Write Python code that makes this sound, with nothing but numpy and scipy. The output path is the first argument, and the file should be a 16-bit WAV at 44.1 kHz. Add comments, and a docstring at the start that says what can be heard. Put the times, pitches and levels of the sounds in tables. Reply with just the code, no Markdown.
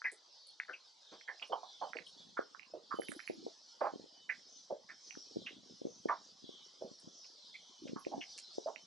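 """Fishing from a small metal boat on a quiet lake, under a high hiss from a wooded shore.
First come hollow knocks (resonating hull panels), tackle ticks, rasps and thin whistles echoed by trees.
From 1.8 s the grip on the camera creaks, then bumps; near 2.7 s the first air pockets plop at the hull.
Near 3 s the line sizzles through the rod rings on the right and chirping bubbles gurgle along the hull.
Knocks, plops, bumps and whistles go on, with two more gurgles near 8 s, over the low wash of the lake."""
import sys
import numpy as np
from scipy import signal
from scipy.fft import rfft, irfft
from scipy.io import wavfile
from scipy.ndimage import uniform_filter1d

SR = 44100
rng = np.random.default_rng(int(sys.argv[2]) if len(sys.argv) > 2 else 0)


def bounce(signal):
    """Save signal as a 16-bit WAV file at the path given by the first command-line argument."""
    frames = np.transpose(np.atleast_2d(signal))
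    limited = np.clip(frames, -1, 1)
    pcm = np.round(limited * 32767).astype(np.int16)
    wavfile.write(sys.argv[1], SR, pcm)


N = 390726
TIME = np.arange(N) / SR
SIZE = 16384  # samples in the response to one blow
T = np.arange(SIZE) / SR
HZ = np.fft.rfftfreq(SIZE, 1 / SR) + 1  # raised by 1 Hz to keep logarithms finite
LEAD_IN = .006  # s of room ahead of the centre of a blow
PORTS = np.array([[1], [-1]])  # opposite signs for the left and right microphone ports


def amp(db):
    """Level to amplitude: 20 dB is a factor of ten."""
    return 10 ** (np.asarray(db) / 20)


def evened(x):
    """Normalisation to a root-mean-square value of 1."""
    return x / np.sqrt(np.mean(x ** 2) + 1e-20)


def read(points, hz):
    """A spectrum joined by straight lines on a log-frequency axis."""
    f, value = np.transpose(points)
    return np.interp(np.log(hz + 1), np.log(f), value)


def follow(curve, t):
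    """Linear interpolation of a curve in time."""
    return np.interp(t, *np.transpose(curve))


def add(mix, s, sound):
    """Superposition: pressures add from s seconds on, cut at the end of the mix."""
    part = mix[:, max(round(s * SR), 0):][:, :sound.shape[1]]
    part += sound[:, :part.shape[1]]


def band(hz, octaves):
    """A resonance bell, Gaussian on the log-frequency axis."""
    return np.exp(-(np.log2(HZ / hz) / (2 * octaves)) ** 2)


def blow(gain):
    """Zero-phase impact: a short symmetric wavelet with this spectrum, centred on the lead-in."""
    return gain * np.exp(-2j * np.pi * HZ * LEAD_IN)


def causal(gain):
    """The minimum-phase response with this gain: it starts sharply and rings afterwards."""
    log_gain = np.log(gain / gain.max() + 1e-4)
    circle = np.concatenate([log_gain, log_gain[-2:0:-1]])
    return np.exp(np.conj(signal.hilbert(circle)))[:len(HZ)]


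def contacts(envelope, per_s):
    """Repeated impact: random separate bounces of uneven size under an envelope, of energy 1."""
    train = (rng.random(SIZE) < per_s / SR) * rng.standard_normal(SIZE) * envelope
    return rfft(train / (np.linalg.norm(train) + 1e-12))


def scatter(envelope, same):
    """Diffuse reverberation: dense noise under an envelope, partly alike at both ports, of energy near 1."""
    shared, *own = rng.standard_normal((3, SIZE))
    same = np.clip(same, 0, 1)
    noise = np.sqrt(same) * shared + np.sqrt(1 - same) * np.array(own)
    return rfft(noise * envelope / np.linalg.norm(envelope))


def ports(spectrum, db, pan_db, lead):
    """Interaural-style level and phase (lead/rad) differences; db is the blow's energy spread over 10 ms."""
    level = amp(pan_db / 2 * PORTS)
    phase = np.exp(.5j * lead * PORTS)
    pair = irfft(spectrum * level * phase)
    return amp(db) * evened(pair) * np.sqrt(SR / 10 ** 2 / SIZE)


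def air(colour_db, same, patchy_db):
    """Partly coherent stereo noise with drifting patches; colour_db(t, hz) gives its relative spectrum."""
    frames, hz = N // 256 + 5, np.fft.rfftfreq(1024, 1 / SR)
    a, b, c, d, patches = rng.standard_normal((frames, 513, 5)).T
    patches = uniform_filter1d(patches, size=5, axis=0)
    patches = evened(uniform_filter1d(patches, size=9, axis=1))
    same, left = np.clip(same, -1, 1), a + 1j * b
    right = same * left + np.sqrt(1 - same ** 2) * (c + 1j * d)
    t = np.arange(frames) * 256 / SR
    z = np.array([left, right]) * amp(colour_db(t, hz[:, None]) + patchy_db * patches)
    return evened(signal.istft(z, nperseg=1024, noverlap=768)[1][:, :N])


def knocks(first=0.12, start=0.55, attack_cycles=1.9, t60=0.15, damping=0.34, wash_db=-2.5, tail_db=-14.5,
           tail_t60=0.33, body_db=-9, note_db=-2, note_octaves=0.029, lead=0.67, uneven_db=3):
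    """Impact on resonant panels: each blow swells by bouncing about the hull, then darkens as it rings on."""
    # hollow knocks in the hull: t/s, level/dB, f/Hz, width/octaves, swell/s, left over right/dB
    knock_list = [(0.043, -29, 1946, 0.14, 0.007, .5), (0.119, -57.5, 440, 0.4, .004, 1),
                  (0.682, -40.5, 1536, 0.17, 0.024, 4), (.688, -50.5, 525, 0.37, 0.0032, 1),
                  (.732, -44.5, 2550, 0.14, 0.0062, 1), (1.117, -50, 473, 0.9, 0.017, -2.5),
                  (1.278, -37.5, 1830, 0.12, .012, -6), (1.285, -49, 780, 0.4, 0.0051, -6),
                  (1.416, -50.5, 825, 0.63, 0.0041, -11), (1.422, -40, 2900, 0.18, 0.00087, -5),
                  (1.497, -37, 503, 0.22, 0.019, -2), (1.521, -30, 872, 0.23, .0026, -6),
                  (1.524, -45.5, 3110, 0.056, 0.0017, -4), (1.629, -44.5, 800, 0.23, 0.0012, -7.5),
                  (1.814, -33, 748, 0.31, 0.017, -5.5), (1.951, -42.5, 483, 0.34, 0.0019, -3),
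                  (2.065, -51, 3220, 0.091, .003, 5), (2.37, -35, 1400, 0.21, 0.0068, -3),
                  (2.737, -42, 478, 0.29, 0.012, -5), (2.909, -33.5, 1227, 0.2, 0.016, -7),
                  (3.464, -56, 670, 0.19, 0.0072, -2), (3.809, -30.5, 746, 0.47, 0.0039, -6),
                  (3.835, -29, 814, 0.42, 0.019, -5), (4.292, -31, 1965, 0.17, 0.007, -7),
                  (4.702, -35.5, 540, 0.27, 0.0054, -2), (4.889, -46, 1750, 0.21, 0.016, -4),
                  (5.462, -42, 2810, 0.1, 0.003, -3), (5.466, -46, 2070, 0.3, 0.0097, -7),
                  (5.846, -45.5, 490, 0.22, 0.0041, 8), (6.089, -28, 980, 0.32, 0.019, -4),
                  (6.09, -46.5, 546, 0.4, 0.016, 1), (6.086, -38.5, 1830, 0.15, 0.0018, -3),
                  (6.81, -41.5, 486, 0.27, 0.025, -3.5), (7.542, -47, 2210, 0.1, 0.011, -3),
                  (7.874, -55, 2820, 0.45, 0.0096, -2), (7.96, -44, 1086, 0.24, 0.0078, -5.5),
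                  (8.115, -38, 728, 0.18, 0.021, -4.5), (8.209, -43.5, 2970, 0.11, 0.0032, 3),
                  (8.213, -47, 2220, 0.2, 0.0068, -5), (8.378, -54.5, 2710, 0.36, 0.008, 2),
                  (8.668, -37.5, 640, 0.36, 0.014, -7)]
    # panel resonances of the hull: f/Hz, width/Hz, gain/dB
    hull = [(638, 13, 3), (1075, 24, 4), (1154, 56, 1.5), (1900, 46, -12.5)]
    out = np.zeros((2, N))
    panels = amp(sum(db / (1 + (2 * (HZ - hz) / width) ** 2) for hz, width, db in hull))
    for s, db, hz, octaves, swell, pan_db in knock_list:
        after = np.maximum(T - swell, 0) * (hz / 10 ** 3) ** damping  # high notes die sooner
        rise = np.interp(T, [0, swell], [start, 1]) * np.minimum(T * hz / attack_cycles, 1)
        clumps = np.interp(T, T[::SIZE // 64], rng.standard_normal(64))  # the late bounces come in clumps
        fast = rise * amp(-60 * after / t60)
        slow = rise * amp(uneven_db * clumps) * amp(-60 * after / tail_t60)
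        dull = 1 / (1 + (HZ / hz / 1.3) ** 4)  # late reflections lose their top
        early = contacts(fast, per_s=1600) + amp(wash_db) * scatter(fast, same=0.92)
        late = dull * (scatter(slow, same=0.94) + contacts(slow, per_s=280))
        ring = early + amp(tail_db) * late
        # a broad thud with a hollow note in its middle; broad blows also stir the deeper body of the boat
        colour = band(hz, octaves) + amp(note_db) * band(hz, note_octaves)
        colour += amp(body_db) * octaves * band(np.sqrt(hz * 330), 0.68)
        colour /= 1 + (HZ / 3400) ** 16
        impact = blow(np.sqrt(colour)) * causal(np.sqrt(colour) * panels)
        add(out, s - LEAD_IN, ports(impact * (first + ring), db, pan_db, lead))
    return out


def plops(octaves_per_s=2.7, tail_db=-11, t60=.2, pan_db=-2.0):
    """Bubble resonance: a trapped pocket of air rings, rising a little in pitch, and the hull echoes it."""
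    # round plops of water against the hull: t/s, level/dB, f/Hz, swell/s
    plop_list = [(2.737, -42.5, 610, 0.0031), (3.818, -31, 576, 0.0031), (3.868, -42, 616, 0.0047),
                 (4.723, -35.5, 573, 0.0045), (4.722, -54.5, 227, .005), (6.089, -31, 1166, 0.012),
                 (6.8214, -40.5, 570, 0.0022), (6.843, -51, 227, 0.0055), (8.135, -37.5, 778, 0.0032),
                 (8.659, -36, 590, 0.0037), (8.666, -35.5, 651, 0.011)]
    out = np.zeros((2, N))
    for s, db, hz, swell in plop_list:
        u = T / swell
        pitch = hz * 2 ** (octaves_per_s * (T - swell))
        note = (u * np.exp(1 - u)) ** 2 * np.sin(2 * np.pi * np.cumsum(pitch) / SR)
        echo = scatter(amp(-60 * T / t60), same=0.39)
        add(out, s, ports(rfft(note) * (1 + amp(tail_db) * echo), db, pan_db, 0.39))
    return out


def gurgles(per_s=100, low_hz=225, high_hz=590, cycles=1.46, top_octaves_per_s=28, top_spread_db=10, lead=1.5):
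    """Bubble chirps: uneven small bubbles each ring for a few cycles as their pitch slides up."""
    # water gurgling along the hull: t/s, length/s, level/dB
    gurgle_list = [(3.07, 0.094, -55), (3.307, 0.17, -55.5), (7.819, 0.112, -52.5), (8.058, 0.15, -51)]
    out, t = np.zeros((2, N)), T[:SIZE // 8]
    for s, length, db in gurgle_list:
        run = np.zeros((2, 2 * SIZE))
        for k, (when, size, strength, glide, side) in enumerate(rng.random((60, 5))):
            at, hz = (k + when) / per_s, low_hz * (high_hz / low_hz) ** size
            if at < length:
                u = t * hz / cycles
                phase = 2 * np.pi * np.cumsum(hz * 2 ** (top_octaves_per_s * glide * t)) / SR
                shift = lead * (2 * side - 1) * PORTS  # up to lead/rad either way at each port
                pulse = (u * np.exp(1 - u)) ** 2 * np.sin(phase + shift)
                add(run, at, amp(top_spread_db * strength) * pulse)
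        add(out, s, amp(db) * run / run[:, :int(length * SR)].std())
    return out


def ticks(octaves=0.2, ring_db=-9, t60=0.14, lead=0.91):
    """Impulsive contact: a sharp snap of the tackle; the quieter ones chatter on relatively more."""
    # dry ticks of the tackle: t/s, level/dB, f/Hz, left over right/dB
    tick_list = [(0.019, -45.5, 1500, 0), (0.601, -36.5, 1940, 0), (1.212, -57, 2030, -18),
                 (1.398, -56, 2730, -17), (1.934, -42.5, 1710, -16), (1.97, -43, 2400, -14),
                 (1.988, -43.5, 2110, -14), (2.549, -49, 1280, -21), (2.596, -50, 2330, -17),
                 (2.632, -55.5, 2700, -23), (3.02, -49.5, 1720, -28), (3.086, -46, 2300, -25),
                 (3.119, -46, 1610, -29), (3.194, -48, 1690, -18), (3.203, -49, 2070, -16),
                 (3.277, -42.5, 2270, -13), (3.287, -51, 2220, -13), (5.109, -48, 2550, -17),
                 (5.153, -56.5, 1510, -26), (7.245, -63.5, 2650, 1), (8.05, -54, 2460, -17),
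                 (8.761, -46.5, 2440, -16)]
    out = np.zeros((2, N))
    fade = amp(-60 * T / t60)
    for s, db, hz, pan_db in tick_list:
        colour = band(hz, octaves) + amp(-22.0) * band(hz / 2, 0.36)
        colour /= 1 + (HZ / 3050) ** 20
        chatter_db = ring_db - min(db + 36.5, 0) / 2.9
        chatter = amp(chatter_db) * (contacts(fade, per_s=610) + scatter(fade, same=0.65) / 2)
        add(out, s - LEAD_IN, ports(blow(colour) * (1 + chatter), db, pan_db, lead))
    return out


def rasps(octaves_at_10k=0.12, narrowing=2.04, t60=0.12, snap_db=-7.0, wash_db=-6):
    """Stick-slip friction: a sharp first contact, then a brief chatter of finer ones."""
    # tiny bright ticks of the line and tackle in the rod rings: t/s, level/dB, f/Hz, left over right/dB
    rasp_list = [(0.117, -54.5, 8460, -6), (0.469, -63, 9350, -4.5), (1.425, -74, 10600, -17),
                 (1.474, -72, 9250, -12), (2.066, -66, 9300, -8), (3.007, -49, 11150, -32),
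                 (3.085, -48, 11000, -22), (3.099, -53, 9600, -25), (3.117, -52.5, 8600, -19),
                 (3.156, -57, 11200, -16), (3.27, -57, 10900, -23), (6.999, -66.5, 9100, -7),
                 (7.993, -48.5, 11880, -33), (8.378, -47.5, 6040, -4.5)]
    out = np.zeros((2, N))
    envelope = amp(-60 * T / t60)
    for s, db, hz, pan_db in rasp_list:
        grains = amp(snap_db) + contacts(envelope, per_s=700) + amp(wash_db) * scatter(envelope, same=1.0)
        octaves = octaves_at_10k * (10 ** 4 / hz) ** narrowing  # higher rasps are thinner
        add(out, s, ports(causal(band(hz, octaves)) * grains, db, pan_db, 0))
    return out


def sizzle(start=2.93, peak=3.03, end=3.43, hz=10850, octaves=0.021, db=-80.5, pan_db=-22):
    """Granular friction: the line running through the rings excites a thin band with random grains."""
    out, length = np.zeros((2, N)), int((end - start) * SR)
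    pull = np.interp(start + np.arange(length) / SR, [start, peak, end], [0, 1, 0])
    grains = (rng.random(length) < 420 / SR) * rng.standard_normal(length) * pull
    sound = evened(signal.fftconvolve(grains, irfft(causal(band(hz, octaves))))[:length])
    add(out, start, sound * amp(db + pan_db / 2 * PORTS))
    return out


def bump(db, hz, lead, octaves=0.39, push_db=-24, ring_db=-12, t60=0.19):
    """Structure-borne sound: a short thud in the camera shell, its port phase difference fading in the bass."""
    colour = band(hz, octaves) + amp(push_db) * band(hz / 1.95, 0.57)
    colour /= 1 + (HZ / 1000) ** 8
    ring = amp(ring_db) * scatter(amp(-60 * T / t60), same=0.043)
    return ports(blow(colour) * (1 + ring), db, 0, lead * np.minimum(HZ / 220, 1))


def grip(rise_s=0.035, fall_s=0.077, steady_from_s=1.8, steady_db=-77):
    """Amplitude envelope of the hand: each shift rises, holds and dies away over a faint steady creaking."""
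    # shifts of the grip on the camera: t/s, length/s, level/dB
    shift_list = [(1.832, 0.56, -76), (3.945, 0.11, -63), (5.316, 0.41, -65), (5.82, 0.15, -65.5),
                  (6.426, 0.22, -76), (7.035, 0.14, -71.5)]
    envelope = amp(steady_db) * (TIME > steady_from_s)
    for s, length, db in shift_list:
        corners = [s - rise_s, s, s + length, s + length + fall_s]
        envelope = envelope + amp(db) * np.interp(TIME, corners, [0, 1, 1, 0]) ** 2
    return envelope


def handling(per_s=85, spread_db=8.0, lead=2.14, low_hz=185, high_hz=520, creak_octaves=0.28,
             weight_db_per_octave=2):
    """Random pulse trains: bumps, and a patter of small rounded creaks in the grip; low creaks are heavier."""
    # bumps on the camera body: t/s, level/dB, f/Hz
    bump_list = [(2.393, -31.5, 466), (2.943, -41, 319), (2.989, -37.5, 467), (2.998, -34, 430),
                 (3.093, -43, 276), (3.3, -36, 380), (3.308, -42, 390), (3.467, -38.5, 420),
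                 (3.938, -43.5, 343), (3.96, -45, 319), (4.042, -52.5, 334), (5.174, -47.5, 316),
                 (5.361, -43, 332), (5.37, -34.5, 304), (5.818, -42.5, 350), (5.854, -35, 320),
                 (5.871, -40, 342), (6.058, -31.5, 365), (6.443, -50.5, 255), (6.493, -47, 348),
                 (6.916, -52.5, 256), (7.076, -49, 242), (7.857, -44, 293), (7.896, -44, 253),
                 (7.934, -38.5, 272), (7.964, -41, 267), (8.069, -35, 387), (8.181, -40.5, 330),
                 (8.584, -35, 430)]
    out, patter = np.zeros((2, N)), np.zeros((2, N))
    for s, db, hz in bump_list:
        add(out, s - LEAD_IN, bump(db, hz, lead * rng.choice([-1, 1], p=[1 / 4, 3 / 4])))
    pitches = np.geomspace(low_hz, high_hz, num=10)
    for hz in pitches:
        strength = amp(spread_db * np.minimum(rng.exponential(1, N), 2))
        train = (rng.random(N) < per_s / len(pitches) / SR) * strength
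        weight_db = -weight_db_per_octave * np.log2(hz / low_hz)
        creak = bump(weight_db, hz, lead=0.96, octaves=creak_octaves, push_db=-18.5, ring_db=-3.0)
        patter += signal.oaconvolve(train[None], creak, axes=1)[:, :N]
    return out + evened(patter) * grip()


def slow_noise(cutoff_hz, count):
    """Low-pass noise: as a modulator its cutoff sets how broad the pitch sounds."""
    low_pass = signal.butter(2, cutoff_hz, fs=SR, output="sos")
    return evened(signal.sosfilt(low_pass, rng.standard_normal(SR)))[-count:]


def whistles(blur_hz=330, pure_hz=30, pure=1.0, fall_hz_per_s2=13000, trees_t60=0.31,
             lowest_hz=3020, highest_hz=6500):
    """Modulated tones: a falling blur settles on a thin pitch, heard as the long echo of the trees."""
    # faint falling whistles on the shore: t/s, length/s, last f/Hz, level before the echo/dB
    whistle_list = [(0.274, 0.25, 4300, -62), (1.002, 0.25, 3064, -63.5), (1.6, 0.29, 2960, -61),
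                    (4.468, 0.12, 6050, -58), (4.969, 0.31, 5420, -59.5), (5.314, 0.26, 3220, -60.5),
                    (5.838, 0.17, 5950, -61.5), (6.398, 0.27, 2875, -56.5), (7.07, 0.52, 3213, -60.5),
                    (7.59, 0.22, 2960, -64), (8.119, 0.45, 3490, -64)]
    out = np.zeros((2, N))
    for s, length, last_hz, db in whistle_list:
        u = np.linspace(0, 1, int(length * SR))
        blur, thin = slow_noise(blur_hz, len(u)), slow_noise(pure_hz, len(u))
        # the fall grows with length squared, so short whistles nearly hold their pitch
        pitch = last_hz + fall_hz_per_s2 * length ** 2 * (1 - u) ** 1.4
        strength = blur * np.sqrt(1 - u) + pure * thin * u ** 2
        note = strength * np.sin(2 * np.pi * np.cumsum(pitch) / SR)
        note = evened(note)[None] * signal.windows.tukey(len(u), .35)
        passband = 1 / (1 + (lowest_hz / HZ) ** 40 + (HZ / highest_hz) ** 40)
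        trees = irfft(scatter(amp(-60 * T / trees_t60), same=0.63) * blow(passband))
        add(out, s, amp(db) * signal.fftconvolve(trees, note, axes=1))
    return out


def held_notes(waver=0.0031, echo_db=-3, trees_t60=1.0):
    """Direct sound plus reverberation: level whistles waver slightly and linger among the trees."""
    # thin whistles that hold their pitch: t/s, length/s, f/Hz, level/dB
    note_list = [(2.165, 0.089, 3420, -64), (2.936, 0.16, 3046, -62.5), (4.117, 0.18, 3030, -68.5),
                 (8.424, 0.073, 4110, -61), (8.762, .1, 3060, -69.5)]
    out = np.zeros((2, N))
    for s, length, hz, db in note_list:
        count = int(length * SR)
        drift = np.interp(np.arange(count), np.linspace(0, count, num=10), rng.standard_normal(10))
        phase = 2 * np.pi * np.cumsum(hz * (1 + waver * drift)) / SR
        note = signal.windows.tukey(count, .5) * np.sin(phase)
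        trees = irfft(1 + amp(echo_db) * scatter(amp(-60 * T / trees_t60), same=0.073))
        heard = signal.fftconvolve(trees, note[None], axes=1)
        add(out, s, amp(db) * heard / heard[:, :count].std())
    return out


def sweep_hz(t, sink_s=0.14, low_hz=3280, top_hz=4430, climb_hz_per_s=164):
    """Exponential glide: the hiss's bright part sits high, sinks ever faster, and starts again."""
    # moments at which the bright part has sunk to its lowest: t/s
    sweep_ends = [.62, 1.302, 2.4, 3.15, 4.3, 5.62, 6.643, 7.62, 8.55]
    ends = np.append(np.sort(sweep_ends), np.inf)
    sunk = np.exp((t - ends[np.searchsorted(ends, t)]) / sink_s)
    return (1 - sunk) * (top_hz + climb_hz_per_s * t) + sunk * low_hz


def shore(hiss_db=-1.5, focus_db=4.5, focus_hz=900, flutter_db=1.02, lake_db=-70.0):
    """Filtered noise: a fluttering high hiss, its brightest part sweeping down, over the wash of the lake."""
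    # spectrum of the hiss: f/Hz, relative level per Hz/dB
    hiss_spectrum = [(1500, -18.5), (2500, -39.5), (2850, -17.5), (3100, -4), (3600, -2), (4400, -1.5),
                     (5200, -1), (6000, -2.5), (6700, -11.5), (7800, -17), (8700, -29.5), (10600, -27.5),
                     (11500, -34.5)]
    # course of the hiss, to which hiss_db is added: t/s, relative level/dB
    hiss_course = [(0.0, -66.5), (2.17, -59.5), (2.76, -68), (3.06, -59), (4.24, -63), (4.59, -60),
                   (4.74, -65), (5.23, -57), (5.53, -61.5), (8.17, -59.5), (8.31, -54.5), (8.86, -61)]
    # spectrum of the lake: f/Hz, relative level per Hz/dB
    lake_spectrum = [(60, -38), (120, -41), (250, -12), (500, -2.5), (900, 0), (1600, -9.5), (2500, -11.5),
                     (5000, -1), (11000, -37.5)]

    def colour_db(t, hz):
        return read(hiss_spectrum, hz) + focus_db * np.exp(-((hz - sweep_hz(t)) / focus_hz) ** 2)

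    flutter = np.zeros(N)
    for hz in np.geomspace(2.5, 20, num=20):
        flutter += np.sin(2 * np.pi * (hz * TIME + rng.random())) / np.sqrt(hz)
    level_db = hiss_db + follow(hiss_course, TIME) + flutter_db * evened(flutter)
    hiss = air(colour_db, same=0.89, patchy_db=4.0) * amp(level_db) * amp([[-.2], [.6]])  # leans right
    lake = amp(lake_db) * air(lambda t, hz: read(lake_spectrum, hz), same=0.3, patchy_db=5.0)
    return signal.sosfilt(signal.butter(2, 130, "highpass", fs=SR, output="sos"), hiss + lake)


def scene():
    """Superposition of all sources, from the hull to the far shore."""
    boat = knocks() + plops() + gurgles()
    tackle = ticks() + rasps() + sizzle()
    return boat + tackle + handling() + whistles() + held_notes() + shore()


def record(dry, edge_hz=11100):
    """Band limitation: the recorder's steep linear-phase low-pass."""
    low_pass = signal.firwin(511, edge_hz, window=("kaiser", 9), fs=SR)
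    return signal.oaconvolve(dry, low_pass[None], "same")


dry = scene()
out = record(dry)
bounce(out)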